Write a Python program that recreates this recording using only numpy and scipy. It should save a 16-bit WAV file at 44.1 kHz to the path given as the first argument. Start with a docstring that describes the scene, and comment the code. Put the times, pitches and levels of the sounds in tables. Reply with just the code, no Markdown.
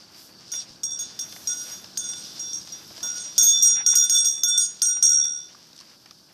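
"""Over the low murmur of an open pasture a flock tears and tramples grass and a cricket swells and fades.
Then a small metal bell swings on the collar of a grazing sheep, faint at first, much stronger from 3.4 s.
Clapper contacts set the levels of decaying upper modes, wool adds damping, and swaying shifts the pitch by Doppler;
the grass and the murmur are coloured noise mixed with sparse clicks, and the cricket is a throbbing, noisy tone."""
import sys
import numpy as np
from scipy import signal
from scipy.fft import rfft, irfft, next_fast_len
from scipy.io import wavfile
from scipy.ndimage import uniform_filter1d

SR = 44100
rng = np.random.default_rng(int(sys.argv[2]) if len(sys.argv) > 2 else 0)


def store_pcm(level_fs):
    """Save levels as 16-bit WAV."""
    pcm = np.round(np.clip(level_fs, -1, 1) * 32767).astype(np.int16)
    wavfile.write(sys.argv[1], SR, np.atleast_2d(pcm).T)


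def volts_from_db(level):
    """Convert decibel levels to linear amplitude ratios."""
    exponent = np.asarray(level, float) / 20
    return 10 ** exponent


N = 279152
TIME = np.arange(N) / SR

# Spectrum of torn grass. Each row: frequency in Hz, relative density in dB per Hz.
TEAR_COLOUR = [(2500, -14.5), (3600, -4), (4400, -1), (5000, 5), (5800, 1.5), (7000, -11.5), (9000, -15.5)]
# Spectrum of trampled grass and dull knocks. Each row: frequency in Hz, relative density in dB per Hz.
TRAMPLE_COLOUR = [(500, 3), (900, -1), (1500, 0.5), (2200, 0), (3200, 0.5), (4200, -9)]
# The two low tones of the bell.
HUM_HZ, SECOND_HZ = 1454., 3537.5
# Upper modes of the bell, mostly split pairs. Each entry: frequency in Hz.
BELL_HZ = [5638, 5712, 6332, 6372, 6579, 6690, 8511, 8560, 9486, 9585, 12027, 12105, 13237, 13475]


def curve(rows):
    """Linear interpolation: the columns of a time table, joined by straight lines."""
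    s, *columns = np.transpose(rows)
    return [np.interp(TIME, s, c) for c in columns]


def colour(x, points):
    """Linear filtering by (Hz, dB) points, 36 dB per octave down outside; white noise of rms 1 keeps its rms."""
    hz, db = np.transpose(points)
    size = next_fast_len(N)
    octave = np.log2(np.arange(size // 2 + 1) * SR / size + 1)
    below = np.maximum(np.log2(hz[0]) - octave, 0)
    above = np.maximum(octave - np.log2(hz[-1]), 0)
    gain = volts_from_db(np.interp(octave, np.log2(hz), db) - 36 * (below + above))
    return irfft(rfft(x, size) * gain, size)[:N] / np.sqrt(np.mean(gain ** 2))


def walk(rate):
    """Slow random modulation: random levels held 1 / rate s and slewed; spread near 1."""
    k = int(SR / rate)
    return uniform_filter1d(np.repeat(rng.standard_normal(N // k + 1), k), k)[:N]


def crackle(per_s, spread_db, share):
    """Shot noise: sparse clicks of uneven size take a share of the power, steady noise the rest; rms 1."""
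    present = rng.random(N) < per_s / SR
    size = volts_from_db(spread_db * np.minimum(rng.exponential(size=N), 3))
    clicks = present * size * rng.standard_normal(N)
    return np.sqrt(share) * clicks / clicks.std() + np.sqrt(1 - share) * rng.standard_normal(N)


def bursts(s, db, decay_s, points, tail=0.28):
    """Impulse response: each time a click of the given peak, with a decaying noisy tail, is coloured."""
    out, k = np.zeros(N + 900), np.arange(900)
    for start, size, noise in zip(s, volts_from_db(db), rng.standard_normal((len(s), 900))):
        at = int(start * SR)
        out[at:at + 900] += size * ((k == 0) + tail * noise * np.exp(-k / SR / decay_s))
    lone_click = 1. * (TIME == 0)
    return colour(out[:N], points) / colour(lone_click, points).max()


def murmur():
    """Broadband ambience: low coloured noise whose level follows the breeze."""
    # Each row: frequency in Hz, relative density in dB per Hz.
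    murmur_colour = [(15, -74), (25, -39), (81, -7.5), (188, -1), (289, -5), (324, -1), (395, -8.5),
                     (451, -10.5), (1300, -14), (1690, -13), (2860, -120)]
    # The breeze rises and drops. Each row: time in seconds, mean level in dB.
    breeze = [(0, -57.5), (1.3, -53.5), (2.3, -53), (3.9, -55.5), (4.5, -58.5), (6.33, -61)]
    level_db = curve(breeze)[0] + 0.29 * walk(9.4)
    return volts_from_db(level_db) * colour(crackle(100, 2.1, 0.051), murmur_colour)


def grazing_db():
    """Amplitude envelope: how busily the flock grazes nearby, as the mean level of tearing in dB."""
    # Each row: time in seconds, level in dB.
    grazing = [(0, -53), (.22, -50.5), (.36, -55.5), (.6, -44), (.88, -60.5), (1.04, -44.5), (1.16, -48),
               (1.4, -47.5), (1.7, -42.5), (1.85, -47.5), (1.93, -50.5), (2.04, -44.5), (2.24, -42.5),
               (2.8, -48), (3.01, -44.5), (3.54, -43.5), (3.91, -48), (4.25, -43.5), (4.46, -60),
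               (4.6, -49), (5.08, -52.5), (5.36, -54.5), (5.78, -52), (6.33, -59.5)]
    return curve(grazing)[0] + 0.5 * walk(6.05)


def tearing(tear_db):
    """Fracture noise: many small breaks, as mouths tear grass, add up to crackling noise."""
    return volts_from_db(tear_db + 2.2 * walk(25)) * colour(crackle(900, 3.5, 0.2), TEAR_COLOUR)


def trampling(tear_db):
    """Friction and crushing noise under the hooves, its level tied to the tearing."""
    # -60 dB when tearing is at -48.5 dB, then 0.8 dB per dB of tearing, before the random flicker
    level_db = -60 + 0.8 * (tear_db + 48.5)
    return volts_from_db(level_db + 4.3 * walk(25)) * colour(crackle(500, 0.99, 0.27), TRAMPLE_COLOUR)


def high_hiss():
    """Amplitude-modulated noise: smooth swells of high hiss over a faint steady hiss."""
    # Each row: frequency in Hz, relative density in dB per Hz.
    high_colour = [(6000, 2), (7500, 0.5), (9000, -1), (11000, 0.5), (13500, 5.5), (14500, -32)]
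    # Each row: middle in seconds, half length in seconds (where the swell is down to 1/e), peak in dB.
    swells = [(0.227, 0.069, -54), (1.373, 0.12, -51), (1.67, 0.15, -50), (2.255, 0.13, -59),
              (2.553, 0.15, -63.5), (2.943, 0.27, -58), (3.334, 0.048, -64), (4.06, 0.024, -60),
              (4.4, 0.075, -83), (5.76, 0.098, -83)]
    level = volts_from_db(-68)
    for s, half, db in swells:
        level = level + volts_from_db(db) * np.exp(-((TIME - s) / half) ** 2)
    return level * volts_from_db(0.73 * walk(2.27)) * colour(crackle(900, 2.2, 0.26), high_colour)


def cricket():
    """Amplitude modulation: a rough band of tone wavers in pitch and throbs with the wing strokes."""
    # Each row: time in seconds, level in dB before the throb.
    cricket_db = [(0, -55), (.15, -52), (.45, -52), (.75, -57), (.95, -54), (1.2, -54), (1.45, -60),
                  (2.9, -57), (3.3, -66), (5.4, -64), (5.9, -57), (6.33, -61)]
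    strokes_per_s = 29.8 * (1 + 0.15 * walk(6.4))
    stroke = .6 + 0.34 * np.sin(2 * np.pi * np.cumsum(strokes_per_s) / SR)
    pitch_hz = 4620 * (1 + .01 * walk(9))
    # slow noise multiplying the tone widens it into a narrow band
    rough = colour(rng.standard_normal(N), [(25, 0), (100, -3), (300, -21)])
    tone = np.sqrt(2) * rough * np.sin(2 * np.pi * np.cumsum(pitch_hz) / SR)
    return volts_from_db(curve(cricket_db)[0]) * stroke * tone


def snaps():
    """Brittle fracture: each snapping stalk gives a crisp click and a duller, longer knock."""
    # Each row: time in seconds, crisp click in dB, dull knock in dB.
    stalks = [(0.146, -38, -51), (0.291, -49, -47), (0.326, -50, -52), (0.538, -36, -35.5),
              (1.325, -27.5, -39), (1.3623, -31, -38.5), (1.844, -32, -43.5), (2.135, -26, -42.5),
              (2.6738, -26, -45), (2.9033, -60, -49), (2.9567, -38, -53), (2.9645, -33, -48),
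              (2.97, -32, -49), (2.979, -33, -39), (3.005, -29, -42), (3.341, -41, -60), (4.379, -36, -44),
              (4.7964, -33, -66.5), (4.968, -46, -39), (4.985, -47, -48), (5.1986, -51, -43.5),
              (5.25, -39, -43.5), (5.731, -36, -66), (5.7638, -33, -68), (5.7783, -34, -62),
              (5.79, -33, -60), (5.803, -33, -51), (5.8103, -32, -50), (6.0593, -36, -45), (6.11, -30, -52)]
    s, crisp_db, dull_db = np.transpose(stalks)
    return bursts(s, crisp_db, 0.0021, TEAR_COLOUR) + bursts(s, dull_db, 0.0085, TRAMPLE_COLOUR)


def clapper():
    """Impact excitation: metal ticks dryly on metal; a long free swing also cracks and flashes modes."""
    # Contacts sharp enough to tick. Each row: time in seconds, level in dB; the dull tick lies 8 dB lower.
    ticks = [(.5172, -29.5), (.5592, -28), (.8337, -20), (.839, -23), (.9082, -31), (.9908, -29),
             (1.191, -20.5), (1.196, -27), (1.4735, -18.5), (1.9732, -17.5), (2.0063, -29), (2.1168, -43),
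             (2.167, -37), (2.395, -34), (2.7227, -36), (3.0295, -23), (3.1527, -30), (3.3806, -12.5),
             (3.387, -18), (3.4182, -24), (3.428, -25), (3.4387, -20), (3.457, -23), (3.4672, -19),
             (3.475, -24), (3.526, -26), (3.624, -22), (3.6487, -22), (3.678, -26), (3.864, -15),
             (3.9537, -17), (3.958, -14), (3.9725, -17), (3.984, -25), (4.0968, -12), (4.107, -18),
             (4.1468, -14.5), (4.1737, -16.5), (4.1945, -27), (4.246, -15), (4.255, -17.5), (4.2735, -27),
             (4.281, -36), (4.4347, -12), (4.4785, -25), (4.5762, -22), (4.602, -24), (4.6145, -26),
             (4.629, -22), (4.638, -26), (4.8188, -13.5), (4.826, -25), (4.8547, -20.5), (4.8895, -30),
             (5.0252, -16.5), (5.034, -21.5), (5.068, -22.5), (5.1303, -26), (5.1565, -31), (5.2475, -26)]
    # The clapper skitters along the wall.
    # Each row: start in seconds, length in seconds, highest level in dB on the same scale as the ticks.
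    rattles = [(3.405, 0.06, -27), (3.472, 0.06, -30), (4.6, 0.065, -25)]
    # The clapper's own dull ring. Each row: frequency in Hz, relative density in dB per Hz.
    tick_colour = [(3300, -9.5), (4000, -6.5), (4700, 2), (5200, 6), (6000, -1.5), (7000, -11)]
    # The broad crack of a swing. Each row: frequency in Hz, relative density in dB per Hz.
    crack_colour = [(1500, -4.5), (2800, -31), (5200, 2), (7000, -14), (10000, -35), (13000, 3)]
    # Lowest and highest modes set going by a blow.
    # Each row: frequency in Hz, level in dB relative to the blow, decay to 1/e in seconds.
    flash_modes = [(HUM_HZ, -38, 0.008), (SECOND_HZ, -13, 0.004), (BELL_HZ[10], -29, 0.024), (BELL_HZ[-1],
                   -29, .015), (13000, -32, .01)]
    tail_s, full_swing_s = .0022, .1
    s, db = np.transpose(ticks)
    # a blow that follows the last one closely has had less room to swing
    swung_db = db + 30 * np.log10(np.minimum(np.diff(s, prepend=0) / full_swing_s, 1))
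    crack = bursts(s, swung_db - 5.5, tail_s, crack_colour)

    knocks, t = np.zeros(N), TIME[:4000]
    knocks[(s * SR).astype(int)] = volts_from_db(swung_db)
    flash = 0
    for hz, mode_db, decay_s in flash_modes:
        flash = flash + volts_from_db(mode_db) * np.sin(2 * np.pi * hz * t) * np.exp(-t / decay_s)

    for start, length, rattle_db in rattles:
        count = int(length * 400) + 1  # about 400 contacts per second
        s = np.r_[s, start + length * rng.random(count)]
        db = np.r_[db, rattle_db - 10 * rng.random(count)]
    dull_ticks = bursts(s, db - 8, tail_s, tick_colour, tail=.55)
    return dull_ticks + crack + signal.fftconvolve(knocks, flash)[:N]


def damping_db():
    """Dissipation: decay gathered since the start, from free ringing and every lean on the wool."""
    # The bell leans on the wool. Each row: start in seconds, length in seconds,
    # added decay in dB per second, before each mode's own decay factor.
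    wool = [(0.597, 0.2, 174), (0.827, 0.17, 67), (1.028, 0.061, 170), (1.214, 0.059, 114),
            (1.731, 0.26, 83), (2.056, 0.2, 49), (2.545, 0.079, 62), (2.727, 0.24, 113), (3.101, 0.13, 60),
            (3.204, 0.18, 59), (3.766, 0.067, 92), (3.924, 0.0345, 154), (4.042, 0.038, 221),
            (4.151, 0.088, 58), (4.276, 0.21, 19), (4.4, 0.21, 46), (4.679, 0.18, 77), (4.931, 0.1, 106),
            (5.256, 0.015, 130), (5.365, 0.29, 69)]
    lost = 40 * TIME  # dB per second while the bell hangs clear, before each mode's own decay factor
    for s, length, rate in wool:
        lost = lost + rate * np.clip(TIME - s, 0, length)
    return lost


def low_tones(heard):
    """Beating of near-degenerate modes: hum and second tone are split pairs, relevelled time after time."""
    # Times at which the low tones take a new level and beat, some nearly silent;
    # an angle shares a tone between the halves of its split pair.
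    # Each row: time in seconds, hum level in dB, hum angle in degrees,
    # second tone level in dB, second tone angle in degrees.
    low_levels = [(0.518, -50, 20, -31.5, 148), (0.561, -62, 16.0, -43.5, 42), (0.836, -73, 76, -35.5, 135),
                  (0.906, -60, -6.5, -37, 50), (0.968, -57, 12, -71, 5), (0.989, -54, 165, -37, 9),
                  (1.19, -57, 6.0, -39, 2.5), (1.243, -60.0, 14, -46.5, 134.5),
                  (1.477, -44, 123, -31.5, 134.0), (1.53, -47.5, 20, -46.5, 92), (1.62, -50, 28, -50, 88),
                  (1.716, -59.6, 4, -44, 107), (1.9745, -52, 164, -34, 134.0), (2.04, -49, 63, -38, 86),
                  (2.117, -50, -2, -38, 26), (2.395, -57.5, 170, -39.5, 134.0), (2.531, -68, 83, -50, 42),
                  (2.723, -72, 83, -44, -2), (3.029, -42, 79, -36, 32), (3.152, -42.5, 187, -37.5, 129),
                  (3.229, -58.9, 125, -43.5, 132), (3.381, -41, 69, -24.5, 82),
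                  (3.4355, -46.5, 11, -20, 134), (3.4666, -57, 7, -20.5, 164),
                  (3.528, -50.5, 146, -20.5, 22.0), (3.647, -46, 82, -30.5, 154),
                  (3.768, -52, 162, -35.5, 21), (3.818, -53, 11, -36, 135),
                  (3.864, -40.5, 42, -26.5, 134.0), (3.955, -39, 44, -24, 131),
                  (4.093, -43.5, 124, -30.4, 6), (4.147, -43, 28, -19, 47), (4.246, -50, 55, -29, 45),
                  (4.286, -83, 6, -33, 161), (4.431, -40.5, 131, -24, 45), (4.476, -38.5, 43, -17, 136),
                  (4.577, -42, 84.0, -28.5, 43), (4.641, -54.4, 105, -45.5, 21),
                  (4.818, -40, 75, -38.5, 24), (4.862, -43.0, 135, -46, 134.0), (4.895, -45, 22, -40.5, 27),
                  (5.022, -43.5, 48, -35, 29), (5.109, -41, 53, -39.5, 48), (5.18, -43, 9, -60, 5),
                  (5.193, -47.5, 53, -26, 140), (5.238, -47.5, 168, -35, 30)]
    s, hum_db, hum_angle, second_db, second_angle = np.transpose(low_levels)
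    row = np.maximum(np.searchsorted(s, TIME) - 1, 0)
    since = TIME - s[row]
    lost = damping_db()
    lost_since = lost - np.interp(s, TIME, lost)[row]
    fade = volts_from_db(-0.96 * lost_since) * (TIME > s[0])  # 0.96: decay factor of the low tones
    settle = 1 / (.006 * SR)  # smoothing step for a settling time of .006 s
    # frequency in Hz, how far down the lower half lies in Hz, level, angle
    tones = ((HUM_HZ, 11.5, hum_db, hum_angle), (SECOND_HZ, 5.12, second_db, second_angle))
    out = 0
    for hz, split, db, angle in tones:
        angle = np.radians(angle)[row]
        halves = np.cos(angle) + np.sin(angle) * np.exp(-2j * np.pi * split * since)
        pair = volts_from_db(db)[row] * fade * halves
        # at each new row the phase runs on without a jump and the tone settles to its new level
        turn = np.r_[0, np.angle(pair[1:] * pair[:-1].conj()) * (np.diff(row) == 0)]
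        joined = abs(pair) * np.exp(1j * np.cumsum(turn))
        pair = signal.lfilter([settle], [1, settle - 1], joined)
        cycles = hz * heard + np.cumsum(1.49 * walk(21)) / SR  # pitch wanders by about 1.49 Hz
        out = out + (pair * np.exp(2j * np.pi * cycles)).imag
    return out


def bell(heard):
    """Modal synthesis: a contact relevels every mode by where it lands and which lobe faces the listener."""
    # Each row, one upper mode: level in dB, factor on the common decay, lobes round the rim,
    # turn of the pattern in degrees.
    mode_shapes = [(3, 1.2, 4.079, 149.1), (6.5, 1.62, 4.052, 49.1), (-5.5, 0.95, 0.81, 35),
                   (-1, 4.5, 1.18, 113), (-1.5, 2.14, 5.07, 69), (-6, 1.83, 5.03, 158),
                   (-4.5, 2.23, 7.09, 62.3), (-7, 1.43, 5.763, 159), (-17, 2.3, 2.97, 127.5),
                   (-22, 4.5, 6.33, 144), (-20.5, 5.1, 6.5, 30), (-28.5, 5.5, 5.3, 54), (-30, 5.4, 13, 103),
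                   (-35, 6.9, 4.8, 92)]
    # Clapper blows, rebounds and brushes. Each row: time in seconds, ring level in dB, place on the rim
    # in degrees, side facing the listener in degrees, hardness as brightness in dB per octave.
    contacts = [(0.5187, -27, 17.6, 79, 3), (0.5604, -24, 64, 145.5, -19), (0.603, -38.6, 57.0, 200, 10.0),
                (0.834, -22.5, 20.2, 93.0, -11), (0.908, -25.5, 61.7, 176, -4),
                (0.9924, -21.5, 55.5, 120.0, 1), (1.048, -23.5, 54.0, 117.0, -10.0),
                (1.1928, -28, 16.6, 180.0, 8.5), (1.24, -37.5, 160, 178.5, -2),
                (1.4728, -18.5, 15.1, 120.0, -16.5), (1.532, -32.5, 13.3, 120.0, -5),
                (1.565, -29.5, 119, 134, 3), (1.62, -37.5, 47, 123.0, -3), (1.716, -35.5, 20.3, 159.0, 5),
                (1.9748, -14, 10.7, 30.0, -14), (2.005, -34, 6.2, 26, 8.5), (2.0414, -25.5, 31, 96.0, -6),
                (2.089, -31.5, 36, 168.0, 6), (2.1172, -33.5, 9.8, 40, 1), (2.1676, -38, 84.0, 171.0, 15.0),
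                (2.394, -28.5, 7.8, 107, -10), (2.43, -32, 97.5, 180.0, -11),
                (2.532, -19, 25.3, 145.5, -23), (2.585, -36.0, 10, 121.5, -11),
                (2.7228, -35, 115.5, 129.0, 0), (3.03, -27.5, 12.5, 52, 4), (3.079, -23.5, 70, 136, -19),
                (3.1538, -27, 30.8, 180.0, 5.5), (3.199, -22, 10.3, 120.0, -3.5),
                (3.2377, -30.5, 40.5, 118.5, -9), (3.3801, -4.5, 52.7, 115.5, -4),
                (3.417, -7, 54.0, 73.5, 5), (3.4387, -13.5, 28.5, 53, 13), (3.465, -8.5, 54.0, 163.5, -4.5),
                (3.527, -18, 48.5, 128, -4), (3.624, -13.5, 112.5, 159, 9), (3.6487, -12.5, 87.0, 112.5, 1),
                (3.676, -4, 73.5, 145.5, -29.5), (3.7346, -19.5, 35, 107, -15),
                (3.77, -23.5, 74, 126.4, -20.0), (3.863, -16.1, 36.7, 177.0, 4.5),
                (3.9537, -13.5, 108.0, 180.0, 20), (3.9725, -12, 108.0, 109.5, 2.5),
                (4.036, -15, 28.5, 107, 10), (4.0968, -13.5, 54.0, 121.5, 5),
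                (4.108, -10, 99.0, 121.5, -9.5), (4.147, -13.5, 107, 135, 8),
                (4.1753, -13.6, 63.0, 96, 2.5), (4.2465, -13, 105.0, 159, 6), (4.257, -15.5, 24.5, 47.6, 1),
                (4.301, -18.5, 58, 114.0, -1), (4.4347, -13.5, 52.5, 79.7, 12.5),
                (4.476, -18, 9.0, 51.0, 21), (4.5766, -16, 20.5, 41, 8.5), (4.602, -7.5, 73.5, 144.0, -9),
                (4.642, -15.5, 11.2, 73.5, -19), (4.82, -13.5, 148, 159.0, 9.5),
                (4.8526, -17, 44.7, 160.5, 7.5), (4.889, -22.5, 40, 121.5, 1.5),
                (4.949, -23.5, 37, 123.0, -5), (5.026, -10.5, 6.9, 171.0, 3),
                (5.067, -14, 86.5, 109.5, 0.5), (5.1305, -15.5, 43, 93, -15), (5.1583, -17, 41, 91, -24),
                (5.252, -21, 21.7, 41, -14.5)]
    hz = np.array(BELL_HZ)[:, None]
    db, fade, lobes, turn = np.transpose(mode_shapes)[:, :, None]
    swing = np.zeros((len(mode_shapes), N), complex)
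    last = 1e-9 + 0j * hz
    lost = damping_db()
    octaves_up = np.log2(np.minimum(hz, 9000) / 5700)  # hardness brightens the ring up to 9000 Hz
    # above 10 kHz a larger floor keeps every mode sounding
    floor = 0.00032 + .2 * (hz > 10000)
    edges = [int(row[0] * SR) for row in contacts] + [N]
    for (_, ring_db, place, facing, bright), a, b in zip(contacts, edges, edges[1:]):
        at_blow = np.cos(np.radians(lobes * place + turn))
        at_listener = np.cos(np.radians(lobes * facing + turn))
        lobe = at_blow * at_listener
        size = volts_from_db(ring_db + db + bright * octaves_up) * np.sqrt(lobe ** 2 + floor)
        since = TIME[a:b] - TIME[a]
        # a strong blow restarts the modes in step; after a light touch they run on and settle
        strong = np.linalg.norm(size) > 3.0 * np.linalg.norm(last)
        struck = (size > abs(last)) & strong
        fresh_phase = np.sign(lobe) * np.exp(-2j * np.pi * hz * heard[a])
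        phase = np.where(struck, fresh_phase, last / abs(last))
        size = size + ~struck * (abs(last) - size) * np.exp(-since / .012)  # settles in .012 s
        swing[:, a:b] = size * phase * volts_from_db(-np.minimum(fade * (lost[a:b] - lost[a]), 150))
        last = swing[:, b - 1:b]
    # round off the onsets over 12 samples
    swing = uniform_filter1d(swing.real, size=12, axis=1) + 1j * uniform_filter1d(swing.imag, size=12, axis=1)
    # the higher the mode, the more it flutters as the bell twists
    flutter = volts_from_db((hz / 5700) ** 2 * np.array([walk(45) for _ in BELL_HZ]))
    return (flutter * swing * np.exp(2j * np.pi * hz * heard)).imag.sum(axis=0)


def scuffs():
    """Band-limited noise: hoof scuffs, thuds and lip smacks are short grainy puffs."""
    # Each row: start in seconds, length in seconds, level in dB before the ends are tapered,
    # centre in Hz, width in octaves.
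    puffs = [(0.696, 0.033, -55, 85, 0.62), (2.591, 0.042, -53.5, 100, 0.69), (2.899, 0.024, -46, 310, 2.8),
             (3.01, 0.076, -47, 410, 3), (3.746, 0.1, -41.5, 1870, 0.9), (3.754, 0.079, -50.5, 782, 0.31),
             (3.91, 0.061, -46, 1824, 1.7), (3.931, 0.014, -41.5, 1040, 1.4),
             (5.547, 0.0078, -44.5, 1137, 0.4), (5.809, 0.0053, -51, 1140, 0.097),
             (6.108, 0.0083, -52, 1250, 0.099)]
    out = np.zeros(N)
    for s, length, db, hz, octaves in puffs:
        noise = rng.standard_normal(6000)
        limits = hz * 2 ** (octaves * np.array([-.5, .5]))
        band = signal.butter(2, limits, "band", fs=SR, output="sos")
        # noise times its own size is grainier; the end is kept, where the filter has built up
        puff = signal.sosfilt(band, noise * abs(noise))[-int(length * SR):]
        taper = signal.windows.tukey(len(puff), .75)
        out[int(s * SR):][:len(puff)] += volts_from_db(db) * puff / puff.std() * taper
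    return out


def doppler():
    """Doppler effect: the swinging bell's sound arrives earlier as it comes closer."""
    # Each row: time in seconds, mean speed of the bell towards the listener in metres per second.
    sway = [(0.53, -0.05), (1.22, -0.25), (2.0, 0.1), (2.22, -0.28), (2.6, -0.1), (3.2, -0.12), (3.4, 0.33),
            (3.65, -0.1), (3.9, -0.52), (3.98, 0.55), (4.07, 1.38), (4.11, 0.34), (4.21, -1.05),
            (4.32, 0.25), (4.46, -0.69), (4.52, -0.25), (4.6, 0.77), (4.8, 0.11), (4.98, 0.66),
            (5.04, -0.02), (5.4, 0.07)]
    speed = curve(sway)[0] + 0.07 * walk(9.7)
    return TIME + np.cumsum(speed) / 343 / SR  # 343 m/s: speed of sound


def scene():
    """Superposition: every source adds up at one microphone, out of doors."""
    tear_db = grazing_db()
    heard = doppler()
    pasture = murmur() + tearing(tear_db) + trampling(tear_db) + high_hiss()
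    ringing = clapper() + low_tones(heard) + bell(heard)
    return (pasture + cricket() + snaps() + ringing + scuffs())[None]


def roll_off(x):
    """The treble ends steeply here."""
    return signal.sosfilt(signal.butter(12, 15160, fs=SR, output="sos"), x)


def record(dry):
    """Low-pass filtering: the recorder cuts the top steeply above 14 kHz."""
    low_pass = signal.ellip(10, .2, 60, 14000, fs=SR, output="sos")
    finished = signal.sosfilt(low_pass, dry)
    return roll_off(finished)


dry = scene()
out = record(dry)
store_pcm(out)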